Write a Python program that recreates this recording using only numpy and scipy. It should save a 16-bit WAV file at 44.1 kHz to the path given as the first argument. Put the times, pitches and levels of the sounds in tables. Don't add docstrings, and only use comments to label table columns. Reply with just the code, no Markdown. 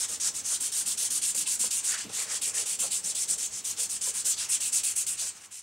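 import sys
import numpy as np
from scipy import signal
from scipy.fft import rfft, irfft
from scipy.io import wavfile
from scipy.ndimage import uniform_filter1d, map_coordinates

SR = 44100
rng = np.random.default_rng(int(sys.argv[2]) if len(sys.argv) > 2 else 0)


def makeup_ratio(level_db):
    decades = np.asarray(level_db, float) / 20
    return 10 ** decades


def store_wav(level_fs):
    pcm = np.round(np.clip(np.atleast_2d(level_fs), -1, 1) * 32767)
    wavfile.write(sys.argv[1], SR, pcm.T.astype(np.int16))


N = 247842

# time_s, level_db
BACKGROUND_FADE = [
    (0.0, -72),
    (0.7, -71.5),
    (2.0, -72.5),
    (4.75, -72),
    (5.38, -78),
    (5.62, -85),
]


def rms_one(x):
    return x / np.sqrt(np.mean(x ** 2) + 1e-20)


def in_time(rows):
    s, *columns = np.transpose(rows)
    return [np.interp(np.arange(N) / SR, s, c) for c in columns]


def at_hz(points, hz):
    f, *columns = np.transpose(points)
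    return [np.interp(np.log(hz), np.log(f), c) for c in columns]


def coloured(x, spectrum):
    hz = np.maximum(np.fft.rfftfreq(N, 1 / SR), 1)
    return rms_one(irfft(rfft(x) * makeup_ratio(at_hz(spectrum, hz)[0]), N))


def drift(rate_hz):
    r = np.exp(-32 * np.pi * rate_hz / SR)
    noise = rng.standard_normal(N // 16 + 3002)
    slow = signal.lfilter([1], [1, -2 * r, r * r], noise)[3000:]
    return np.interp(np.arange(N) / 16, np.arange(len(slow)), rms_one(slow))


def resonance(x, hz, width_hz):
    r = np.exp(-np.pi * width_hz / SR)
    poles = [1, -2 * r * np.cos(2 * np.pi * hz / SR), r * r]
    return signal.lfilter([(1 - r * r) / 2, 0, (r * r - 1) / 2], poles, x + 1e-18)


def bands(x, low_hz, high_hz):
    spectrum = rfft(x)
    octave = np.log2(np.maximum(np.fft.rfftfreq(N, 1 / SR), 1))
    for centre in np.arange(np.log2(low_hz), np.log2(high_hz), 1 / 4):
        window = np.cos(np.clip((octave - centre) * 4, -1, 1) * np.pi / 2) ** 2
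        yield centre, irfft(spectrum * window, N)


def bump(centre, hz, width_octaves):
    return np.exp(-((centre - np.log2(hz)) / width_octaves) ** 2)


def swell(s, length_s, fall_db=12.5):
    return makeup_ratio(-fall_db * np.abs(np.arange(N) / SR - s) / max(length_s, .01))


def passing(rows):
    s, length_s, db = np.transpose(rows)[:3]
    t = np.arange(0, N, 64)[:, None] / SR
    return np.exp(-(2.1 * (t - s) / length_s) ** 2) * db


def contacts(per_s, spread_db):
    sizes = makeup_ratio(spread_db * np.minimum(rng.exponential(1, N), 3.2)) * rng.choice([-1, 1], N)
    return rms_one(sizes * (rng.random(N) < per_s / SR))


def hand_motion():
    # grip_s, stop_s, run_up_ms, early_db, late_db
    pushes = [(-0.004, 0.071, 3, -31.5, -27), (0.197, 0.309, 4.6, -33, -26.5),
              (0.429, 0.588, 33, -33.5, -28), (0.714, 0.85, 11, -31, -30.5), (0.969, 1.096, 11, -30.5, -29),
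              (1.21, 1.341, 14, -28.5, -30.5), (1.454, 1.587, 24, -27.5, -31.5),
              (1.704, 1.826, 5, -29, -32), (1.965, 2.098, 55, -23.5, -57.5),
              (2.248, 2.401, 68, -35.5, -30.5), (2.529, 2.659, 30, -28.5, -34.5),
              (2.785, 2.902, 13, -28.5, -34.5), (3.028, 3.141, 19, -33, -30),
              (3.271, 3.374, 39, -22.5, -36.5), (3.496, 3.621, 47, -38, -34), (3.758, 3.882, 51, -28, -32),
              (4.008, 4.126, 11.6, -33.5, -28), (4.241, 4.357, 19, -28.5, -30),
              (4.482, 4.585, 17, -28, -26.5), (4.716, 4.826, 16, -29.5, -30.5), (4.95, 5.052, 14, -29, -29),
              (5.164, 5.328, 43, -28.5, -37.5)]
    pulls = [(0.074, 0.184, 22, -34.5, -35), (0.334, 0.426, 17, -34, -34.5), (0.597, 0.714, 12, -31, -33),
             (0.849, 0.961, 18, -30, -30.5), (1.1, 1.211, 5.8, -28.5, -30.5),
             (1.344, 1.45, 4.1, -31, -29.5), (1.586, 1.698, 13.5, -28.5, -32),
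             (1.823, 1.979, 31, -31.5, -33), (2.085, 2.264, 65, -38, -28.5), (2.41, 2.53, 10, -28.5, -34),
             (2.653, 2.777, 11, -31, -33), (2.898, 3.017, 19, -31, -34), (3.147, 3.268, 2.9, -30, -31.5),
             (3.375, 3.493, 10.0, -32.5, -34), (3.635, 3.748, 17, -33, -33.5), (3.888, 3.992, 11, -32, -34),
             (4.129, 4.239, 22, -32.5, -32), (4.358, 4.487, 54, -27.5, -39.5),
             (4.598, 4.716, 11, -31.5, -33), (4.83, 4.954, 7.3, -28.5, -36.5),
             (5.063, 5.176, 4, -28.5, -37.5)]
    touches = [
        (5.327, 5.415, 45, -43.5, -50),
        (5.382, 5.452, 37, -53, -41),
        (5.432, 5.481, 4.0, -49.5, -38),
        (5.502, 5.628, 24, -41.5, -42),
    ]
    # ring_2700hz_db, ring_4khz_db, shoulder_6khz_db, brightness_db
    push_colour = [
        (0.6, 3.5, 2.5, -1),
        (-3, 2, -2.5, -1),
    ]
    pull_colour = [
        (-0.1, 2, -0.1, 1.9),
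        (0.2, 0.87, -0.1, 0.36),
    ]
    touch_colour = [
        (-1.5, -2, -1.7, 4.6),
        (-9, -8, -1.5, 4.1),
    ]
    # time_s, looseness_db (lets it ring), tilt_db (dulls it)
    hold = [(0, -3.5, 1.5), (0.26, -3, 5.5), (0.45, -4.5, 2.5), (0.7, -2, -0.5), (1.1, -2.5, -1.5),
            (1.5, 1, -1.5), (1.8, 3.5, -2.5), (2.0, 7.5, 0), (2.2, 0.5, -0.5), (2.5, 3, 0.5), (2.9, 3, -3),
            (3.3, -5.5, 2.5), (3.8, -0.5, 1.5), (4.1, -2.5, -1.5), (4.42, 3, 2.5), (4.65, 8.5, -2.5),
            (5.0, 3, -4), (5.3, 3.5, 1.5)]
    brake_s, swell_db = 0.035, 5
    stick_share, stick_most_ms, break_ms = 0.12, 6, 2.5

    t, power, colour_db = np.arange(N) / SR, np.zeros(N), np.zeros((4, N))
    rise = np.ones(N)
    for strokes, colour in ((pushes, push_colour), (pulls, pull_colour), (touches, touch_colour)):
        early, late = np.array(colour)[:, :, None]
        for grip_s, stop_s, run_up_ms, early_db, late_db in strokes:
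            part = slice(max(int(grip_s * SR), 0), int(stop_s * SR))
            s = t[part]
            since_ms = (s - grip_s) * 1000
            along = (s - grip_s) / (stop_s - grip_s)
            stuck_ms = min(stick_share * run_up_ms, stick_most_ms)
            loose = np.clip((since_ms - stuck_ms) / break_ms + .5, 0, 1)
            speed = np.clip(since_ms / run_up_ms, 0, 1) * np.clip((stop_s - s) / brake_s, 0, 1) * loose
            rise[part] *= 1 - loose * np.clip(1 - since_ms / run_up_ms, 0, .9)
            level_db = early_db + (late_db - early_db) * along + swell_db * along * (1 - along)
            power[part] += (speed * makeup_ratio(level_db)) ** 2
            colour_db[:, part] = early + (late - early) * along
    loose_db, tilt_db = in_time(hold)
    colour_db += [loose_db, 0.32 * loose_db, tilt_db, -0.22 * tilt_db]
    return np.sqrt(power), rise, uniform_filter1d(colour_db, size=300)


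def rubbing(patchy_db, chatter_db):
    # freq_hz, density_db
    grit_spectrum = [(1060, -21), (1800, -22), (2400, -15.5), (2650, -12), (4200, -13), (6000, -5.5),
                     (7500, -0.5), (8000, 1), (8500, 0.04), (9500, -3), (11000, -13), (12100, -19),
                     (13200, -21), (14500, -24), (16000, -25)]
    # freq_hz, power
    response = [(2000, 0.52), (4000, 0.83), (6000, 0.99), (9000, 1.4), (14000, 1.62)]
    # time_s, length_s, gain_db, freq_hz
    band_accents = [(0.31, 0.09, -2, 3700), (0.473, 0.095, -4, 3960), (0.56, 0.039, 13.5, 3460),
                    (0.78, 0.13, 6.5, 12200), (0.913, 0.052, 7.5, 3900), (0.995, 0.08, 0.5, 8000),
                    (1.13, 0.055, -4, 6900), (1.356, 0.096, -4.1, 3700), (1.463, 0.034, 11.5, 2600),
                    (1.56, 0.11, -8, 3450), (2.308, 0.082, 2, 4000), (2.42, 0.08, 0, 2600), (2.5, 0.07, 3, 14700),
                    (2.75, 0.098, -3.5, 3800), (2.922, 0.066, 5, 4170), (3.47, 0.07, 2, 2000),
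                    (3.48, 0.099, 5.5, 7650), (3.557, 0.058, -7, 3700), (3.73, 0.15, 5, 14700),
                    (3.76, 0.1, 6.5, 3200), (3.91, 0.06, -8, 3380), (4.374, 0.097, 10, 4060),
                    (4.73, 0.11, -8, 3550), (4.73, 0.072, 4.5, 10300), (4.95, 0.1, -8, 4770),
                    (5.0, 0.23, -6.5, 3420), (0.21, 0.12, 3, 3200), (3.44, 0.14, 3.0, 2600),
                    (1.02, 0.1, 0.5, 4800), (1.913, 0.12, 9.5, 3400), (3.45, 0.09, 0.0, 7600),
                    (3.0, 0.085, 1.5, 7300), (1.02, 0.1, 0.5, 11000), (4.3, 0.081, 0.5, 7900),
                    (4.76, 0.08, 0.0, 9000), (2.4, 0.045, -1, 6800), (2.12, 0.06, -4, 14000),
                    (5.0, 0.06, 1, 12000), (0.36, 0.1, 1.5, 4200), (3.5, 0.06, 5, 5400), (1.463, 0.02, -2, 6500),
                    (1.1, 0.02, 2, 5400), (4.605, 0.02, 3, 5000), (5.1, 0.06, -2.5, 2900),
                    (0.04, 0.024, 9.5, 3200), (0.574, 0.031, -12, 3240), (0.99, 0.054, -2, 12950),
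              (0.99, 0.14, -2.5, 2970), (1.015, 0.07, -2.5, 5450), (1.158, 0.09, 3, 5000),
              (1.22, 0.06, 8, 2540), (1.359, 0.14, 0, 2970), (1.457, 0.1, 4.5, 3530),
              (1.778, 0.046, -12, 4200), (1.882, 0.13, 5, 6480), (1.893, 0.099, -9.5, 3240),
              (1.984, 0.066, 2.5, 4200), (2.108, 0.082, -3, 3240), (2.174, 0.06, 5.5, 4130),
              (2.262, 0.09, -4.2, 2720), (2.417, 0.04, -5.5, 5450), (2.42, 0.078, 7, 3850),
              (2.435, 0.04, -5, 2720), (2.467, 0.037, 3, 14130), (2.462, 0.06, 8, 2100),
              (2.525, 0.1, -8, 3850), (2.791, 0.099, -4.0, 2290), (2.82, 0.054, -9, 4600),
              (2.876, 0.04, -6.3, 2970), (2.942, 0.04, 5.5, 3530), (3.014, 0.11, -9, 3260),
              (3.136, 0.09, 5, 3880), (3.15, 0.074, -5, 5450), (3.18, 0.11, -6.5, 11880),
              (3.21, 0.04, -8, 3240), (3.323, 0.054, -4, 3530), (3.462, 0.036, -5, 2100),
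              (3.684, 0.09, -2.5, 4960), (3.893, 0.13, -3, 2500), (4.103, 0.09, -4, 4580),
              (4.212, 0.06, 4.5, 4200), (4.288, 0.14, -10, 2100), (4.293, 0.048, -10, 4580),
              (4.454, 0.04, 6.2, 2100), (4.504, 0.06, -12, 3530), (4.505, 0.035, -8, 5940),
              (4.592, 0.12, 1, 2500), (4.764, 0.065, -7, 2290), (4.904, 0.06, -2, 2700),
              (5.077, 0.04, 6.6, 3240), (5.13, 0.06, -6.8, 4200), (5.28, 0.09, -6.5, 3240),
              (5.372, 0.032, 5, 5300), (0.335, 0.025, -3, 6300)]
    # time_s, length_s, gain_db
    level_swells = [(0.002, 0.025, 1), (0.032, 0.021, -2.5), (0.087, 0.025, 1), (0.192, 0.09, 0.2),
                    (0.287, 0.025, 0.5), (0.412, 0.025, -1), (0.571, 0.025, 0.5), (0.741, 0.025, -3.5),
                    (0.905, 0.023, -0.5), (1.005, 0.083, 1.5), (1.135, 0.025, -2.5), (1.215, 0.09, -1),
                    (1.374, 0.025, 3), (1.549, 0.025, 1), (1.669, 0.023, 2), (1.759, 0.04, 1),
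                    (2.093, 0.022, 13.5), (2.257, 0.018, 3.1), (2.387, 0.04, -3), (2.462, 0.044, -2.1),
                    (2.562, 0.025, 0), (2.617, 0.025, 1.5), (2.841, 0.15, 3), (2.926, 0.04, -0.5),
                    (3.001, 0.065, 1.5), (3.09, 0.025, -3), (3.22, 0.025, 2.5), (3.42, 0.025, -2),
                    (3.455, 0.025, 2), (3.48, 0.025, -3.5), (3.569, 0.025, 1), (3.859, 0.023, 0.5),
                    (4.003, 0.029, 11), (4.073, 0.04, 0), (4.198, 0.025, -2.5), (4.313, 0.083, 3.5),
                    (4.497, 0.06, 2), (4.772, 0.09, 2.1), (4.881, 0.034, 1.5), (4.921, 0.023, 5.5),
                    (5.031, 0.021, 0.5), (5.066, 0.025, -2), (5.161, 0.044, 1), (5.271, 0.04, 1)]
    rise_evens = 0.22

    strength, rise, (low_db, high_db, shoulder_db, top_db) = hand_motion()
    usual = makeup_ratio(-32.5)
    accent_rows = band_accents
    accent_db, accent_hz = passing(accent_rows), np.transpose(accent_rows)[3]
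    level_swell_db = passing(level_swells).sum(axis=1)
    coarse = np.arange(0, N, 64)
    chatter = chatter_db * drift(90)
    out = 0
    for centre, grit in bands(coloured(contacts(per_s=20000, spread_db=2.7), grit_spectrum), 1600, 18000):
        power, = at_hz(response, 2 ** centre)
        above_peak = np.clip((centre - 13.1) * 9.3, 0, 1)
        gain_db = low_db * bump(centre, 2550, 0.18) + high_db * bump(centre, 4000, 0.54)
        gain_db = gain_db + above_peak * top_db + 0.88 * shoulder_db * bump(centre, 5650, 0.24)
        brief_db = level_swell_db + accent_db @ bump(centre, accent_hz, 0.36)
        gain_db = gain_db + np.interp(np.arange(N), coarse, brief_db)
        flicker_db = patchy_db * (0.5 * drift(7.0) + 0.62 * drift(58)) + chatter
        drive = (strength / usual) ** power * rise ** (rise_evens * (1 - power))
        out = out + grit * makeup_ratio(gain_db + flicker_db) * drive
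    return usual * makeup_ratio(-0.62) * out, strength / usual


def paper_drag(strength):
    # freq_hz, density_db
    drag_spectrum = [(600, -7.5), (1000, 1), (1400, 1.2), (1900, -3), (2400, -2), (3200, -7.5)]
    # time_s, level_db
    sheet_slack = [(0, -55), (0.5, -52), (2.6, -56.5), (2.75, -55.5), (4.4, -57.5), (4.8, -54.5),
                   (5.45, -58.5), (5.62, -64)]
    # time_s, length_s, level_db, pitch_hz
    catches = [(0.045, 0.05, -44.5, 1790), (0.128, 0.045, -49, 1390), (0.266, 0.044, -44, 1730),
               (0.524, 0.03, -47, 960), (0.54, 0.04, -51, 1400), (1.676, 0.051, -49.5, 1200),
               (1.953, 0.082, -36.5, 1760), (2.202, 0.09, -42, 2200), (2.318, 0.1, -42, 1900),
               (2.57, 0.11, -44, 2130), (2.837, 0.037, -47.5, 1100), (3.328, 0.11, -53.5, 1530),
               (3.788, 0.062, -51, 1830), (4.08, 0.023, -50, 990), (4.158, 0.051, -46.5, 1880),
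               (4.28, 0.062, -50.5, 1480), (4.435, 0.068, -44.5, 1730), (4.554, 0.67, -53, 1940),
               (5.248, 0.16, -52, 1900), (5.372, 0.035, -51.5, 1700), (5.44, 0.06, -51, 2000)]
    sheet_hz = 1730

    drag = makeup_ratio(in_time(sheet_slack)[0]) ** 2
    pitch = drag * sheet_hz
    for s, length_s, db, hz in catches:
        catch = (makeup_ratio(db) * swell(s, length_s)) ** 2
        drag, pitch = drag + catch, pitch + catch * hz
    drag_db, drag_hz = 10 * np.log10(drag), pitch / drag
    pulse = 0.73 + 0.57 * np.minimum(strength, 1.2)
    focus_db = np.clip(2.5 + 0.74 * (drag_db + 53.5), 0, 16)
    out = 0
    for centre, band in bands(coloured(contacts(per_s=8000, spread_db=2.5), drag_spectrum), 550, 3300):
        gain_db = focus_db * (bump(centre, drag_hz, 0.38) - 0.52) + 1.95 * drift(36)
        out = out + band * makeup_ratio(gain_db)
    return makeup_ratio(drag_db) * pulse * out


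def ring_modes(x, modes):
    return sum(makeup_ratio(db) * resonance(x, hz, width) * (-1) ** k for k, (hz, width, db) in enumerate(modes))


def bench():
    # freq_hz, width_hz, level_db
    bench_modes = [
        (157, 43, -5.5),
        (193, 40, -2.5),
        (296, 9.5, 2),
        (463, 56, -4.5),
        (621.5, 28, -5.5),
        (805, 44, -7.5),
    ]
    # time_s, length_s, deep_db, upper_db
    shudders = [(0.0, 0.03, -70, -47), (0.13, 0.05, -54, -54), (0.277, 0.26, -56.5, -55.5),
                (0.526, 0.032, -61, -54), (0.68, 0.12, -69, -59), (0.887, 0.075, -60, -63),
                (1.03, 0.045, -74, -60), (1.165, 0.1, -50.5, -64), (1.406, 0.056, -50, -62),
                (1.644, 0.067, -55, -54), (1.914, 0.076, -66, -53.5), (2.077, 0.046, -55, -66),
                (2.104, 0.031, -47, -50), (2.214, 0.1, -62, -51), (2.337, 0.13, -59, -49),
                (2.495, 0.05, -66, -58), (2.59, 0.095, -67, -46), (2.85, 0.13, -60, -50),
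                (3.093, 0.15, -66, -55), (3.36, 0.22, -67, -55), (3.81, 0.058, -69, -55),
                (4.1, 0.043, -72, -49), (4.266, 0.031, -49.5, -51.5), (5.103, 0.083, -55.5, -63),
                (5.24, 0.036, -59, -51.5)]
    # start_s, peak_db, pitch_hz, t60_s
    knocks = [(0.095, -45.5, 470, 0.06), (0.522, -46, 614, 0.08), (0.609, -48, 274, 0.1),
              (0.871, -48.5, 190, 0.08), (1.108, -45, 252, 0.029), (1.358, -52, 195, 0.17),
              (1.476, -43.5, 1030, 0.061), (1.6, -46, 207, 0.069), (1.639, -41.5, 496, 0.046),
              (2.052, -42.5, 215, 0.1), (2.054, -49, 125, 0.16), (2.094, -44, 800, 0.06),
              (2.468, -49, 422, 0.13), (4.086, -46.5, 395, 0.05), (2.836, -42, 541, 0.1),
              (3.039, -50.5, 175, 0.16), (3.289, -52, 292, 0.11), (3.782, -47, 477, 0.1),
              (4.072, -43.5, 523, 0.07), (4.269, -52, 590, 0.13), (5.218, -49, 690, 0.092),
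              (1.024, -46.5, 457, 0.09), (1.348, -44, 530, 0.051), (1.636, -41, 990, 0.06),
              (2.09, -45, 460, 0.06), (2.12, -48, 800, 0.055), (2.622, -48, 410, 0.06),
              (2.838, -41.5, 696, 0.06), (4.068, -41, 1000, 0.05), (2.043, -41, 302, 0.09),
              (3.814, -50, 483, 0.083), (1.648, -48, 205, 0.08), (2.797, -50, 190, 0.1),
              (3.3, -51.5, 168, 0.1), (2.06, -51, 99, 0.2), (2.853, -42, 577, 0.05)]
    rest_db = np.array([[-72], [-68.5]])
    rattle_rise_cycles, note_rise_cycles = 5, 3.3
    note_share = 0.56

    shake = makeup_ratio(rest_db + in_time(BACKGROUND_FADE)[0] + 69.5) ** 2
    for s, length_s, *db in shudders:
        shake = shake + (makeup_ratio(np.array(db)[:, None]) * swell(s, length_s)) ** 2
    deep_db, upper_db = 10 * np.log10(shake)
    out = makeup_ratio(deep_db - 5.0) * rms_one(ring_modes(rng.standard_normal(N), bench_modes[:3]))
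    out += makeup_ratio(upper_db - 4.5) * rms_one(ring_modes(rng.standard_normal(N), bench_modes[3:]))

    t = np.arange(int(.25 * SR)) / SR
    for s, peak_db, hz, t60_s in knocks:
        decay = makeup_ratio(-60 * t / max(t60_s, .02))
        burst = rng.standard_normal(len(t)) * decay * np.minimum(t * hz / rattle_rise_cycles, 1)
        rattle = resonance(burst, hz, 1.15 * hz) + 0.033 * ring_modes(burst, bench_modes)
        rattle = resonance(rattle, hz, 2.0 * hz)
        note = np.sin(2 * np.pi * hz * t) * decay * np.minimum(t * hz / note_rise_cycles, 1)
        knock = (1 - note_share) * rms_one(rattle) + note_share * rms_one(note)
        at = int(s * SR)
        out[at:at + len(t)] += (makeup_ratio(peak_db + 1.5) * knock / np.abs(knock).max())[:N - at]
    return out


def ticks():
    # start_s, peak_db
    snaps = [(0.0012, -22), (0.0829, -28), (1.3479, -21), (1.3833, -18), (1.8431, -22), (1.9206, -12),
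             (2.0421, -25), (2.1932, -18), (2.8387, -20), (3.6923, -24), (5.0668, -23), (5.0936, -19),
             (5.4025, -42)]
    s, db = np.transpose(snaps)
    clicks = np.zeros(N)
    clicks[(s * SR).astype(int)] = makeup_ratio(db + 9.0)
    return resonance(clicks, hz=8000, width_hz=4000)


def workshop(x):
    # freq_hz, level_db
    port_difference = [(100, 39), (800, 14), (1300, 2), (4500, -12), (5800, 2), (7000, 5), (8500, 1),
                       (10000, -6.5), (16000, -8)]
    t60_s, room_db, wide_db = 0.19, -12, -10
    sway_ms, sway_hz = 0.14, 4.1

    t = np.arange(int(.5 * SR)) / SR
    tail = np.flip(rng.standard_normal((2, len(t)))) * makeup_ratio(-60 * t / t60_s) * (t > .003)
    tail = resonance(tail, 4700, 5600)
    tail = tail / np.sqrt(np.sum(tail[0] ** 2))
    mid, side = signal.fftconvolve(x[None], tail, axes=1)[:, :N]
    at = np.arange(N) + sway_ms * SR / 1000 * np.sin(2 * np.pi * sway_hz * np.arange(N) / SR)
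    mid, side = (map_coordinates(v, [at], order=3) for v in (mid, side))
    port_db, = at_hz(port_difference, np.fft.rfftfreq(N, 1 / SR) + 1)
    side = irfft(rfft(side) * makeup_ratio(port_db), N)
    return makeup_ratio(room_db) * (mid + makeup_ratio(wide_db) * side * np.array([[1], [-1]]))


def room_tone():
    # freq_hz, density_db
    hum_spectrum = [(15, -30), (28, -14), (60, -3), (78, -3.5), (102, 3), (136, -6), (189, 3), (248, -2),
                    (468, -2.5), (560, -6.5), (850, -6), (1300, -14.5), (1950, -30), (3300, -90)]
    # freq_hz, density_db
    hiss_spectrum = [(800, -9), (3000, 2.5), (7000, -0.5), (12000, -5), (16000, -12)]
    # time_s, level_db
    motor_level = [(0, -65), (2.0, -85), (2.1, -65.5), (3.1, -71), (3.6, -68.5), (4.3, -68), (4.62, -67),
                   (4.8, -67), (5.2, -66.5), (5.62, -75)]
    motor_hz, hiss_db = 93, -56.5
    scan_hz, scan_db = 15734, -74

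    level_db, = in_time(BACKGROUND_FADE)
    t = np.arange(N) / SR
    mid, side, hiss = rng.standard_normal((3, N))
    wide = [(hz, db - 7.1 * np.log2(min(hz, 120) / 20)) for hz, db in hum_spectrum]
    hum = makeup_ratio(12.0) * coloured(mid, hum_spectrum)
    hum = hum + makeup_ratio(2.5) * coloured(side, wide) * np.array([[1], [-1]])
    whistle = makeup_ratio(scan_db + 4 * drift(8)) * np.sin(2 * np.pi * scan_hz * t)
    motor_phase = 2 * np.pi * np.cumsum(motor_hz + 0.36 * drift(1.9)) / SR
    motor = makeup_ratio(in_time(motor_level)[0] + 1.0 * drift(3.7)) * np.sin(motor_phase)
    electronics = makeup_ratio(hiss_db) * coloured(hiss, hiss_spectrum) + whistle
    return motor + makeup_ratio(level_db) * hum + makeup_ratio(level_db + 75.0) * electronics


def scene():
    rub, strength = rubbing(patchy_db=1.96, chatter_db=0.95)
    near = rub + paper_drag(strength) + bench() + ticks()
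    return near + workshop(near) + room_tone() * makeup_ratio(np.array([[-.4], [.4]]))


def band_limit(x):
    return signal.sosfilt(signal.butter(12, 15990, fs=SR, output="sos"), x)


def record(dry):
    top_hz = 15745
    above_hz = np.clip(np.fft.rfftfreq(N, 1 / SR) - top_hz, 0, 600)
    cut = irfft(rfft(dry) * makeup_ratio(-.3 * above_hz), N)
    return band_limit(cut)


dry = scene()
out = record(dry)
store_wav(out)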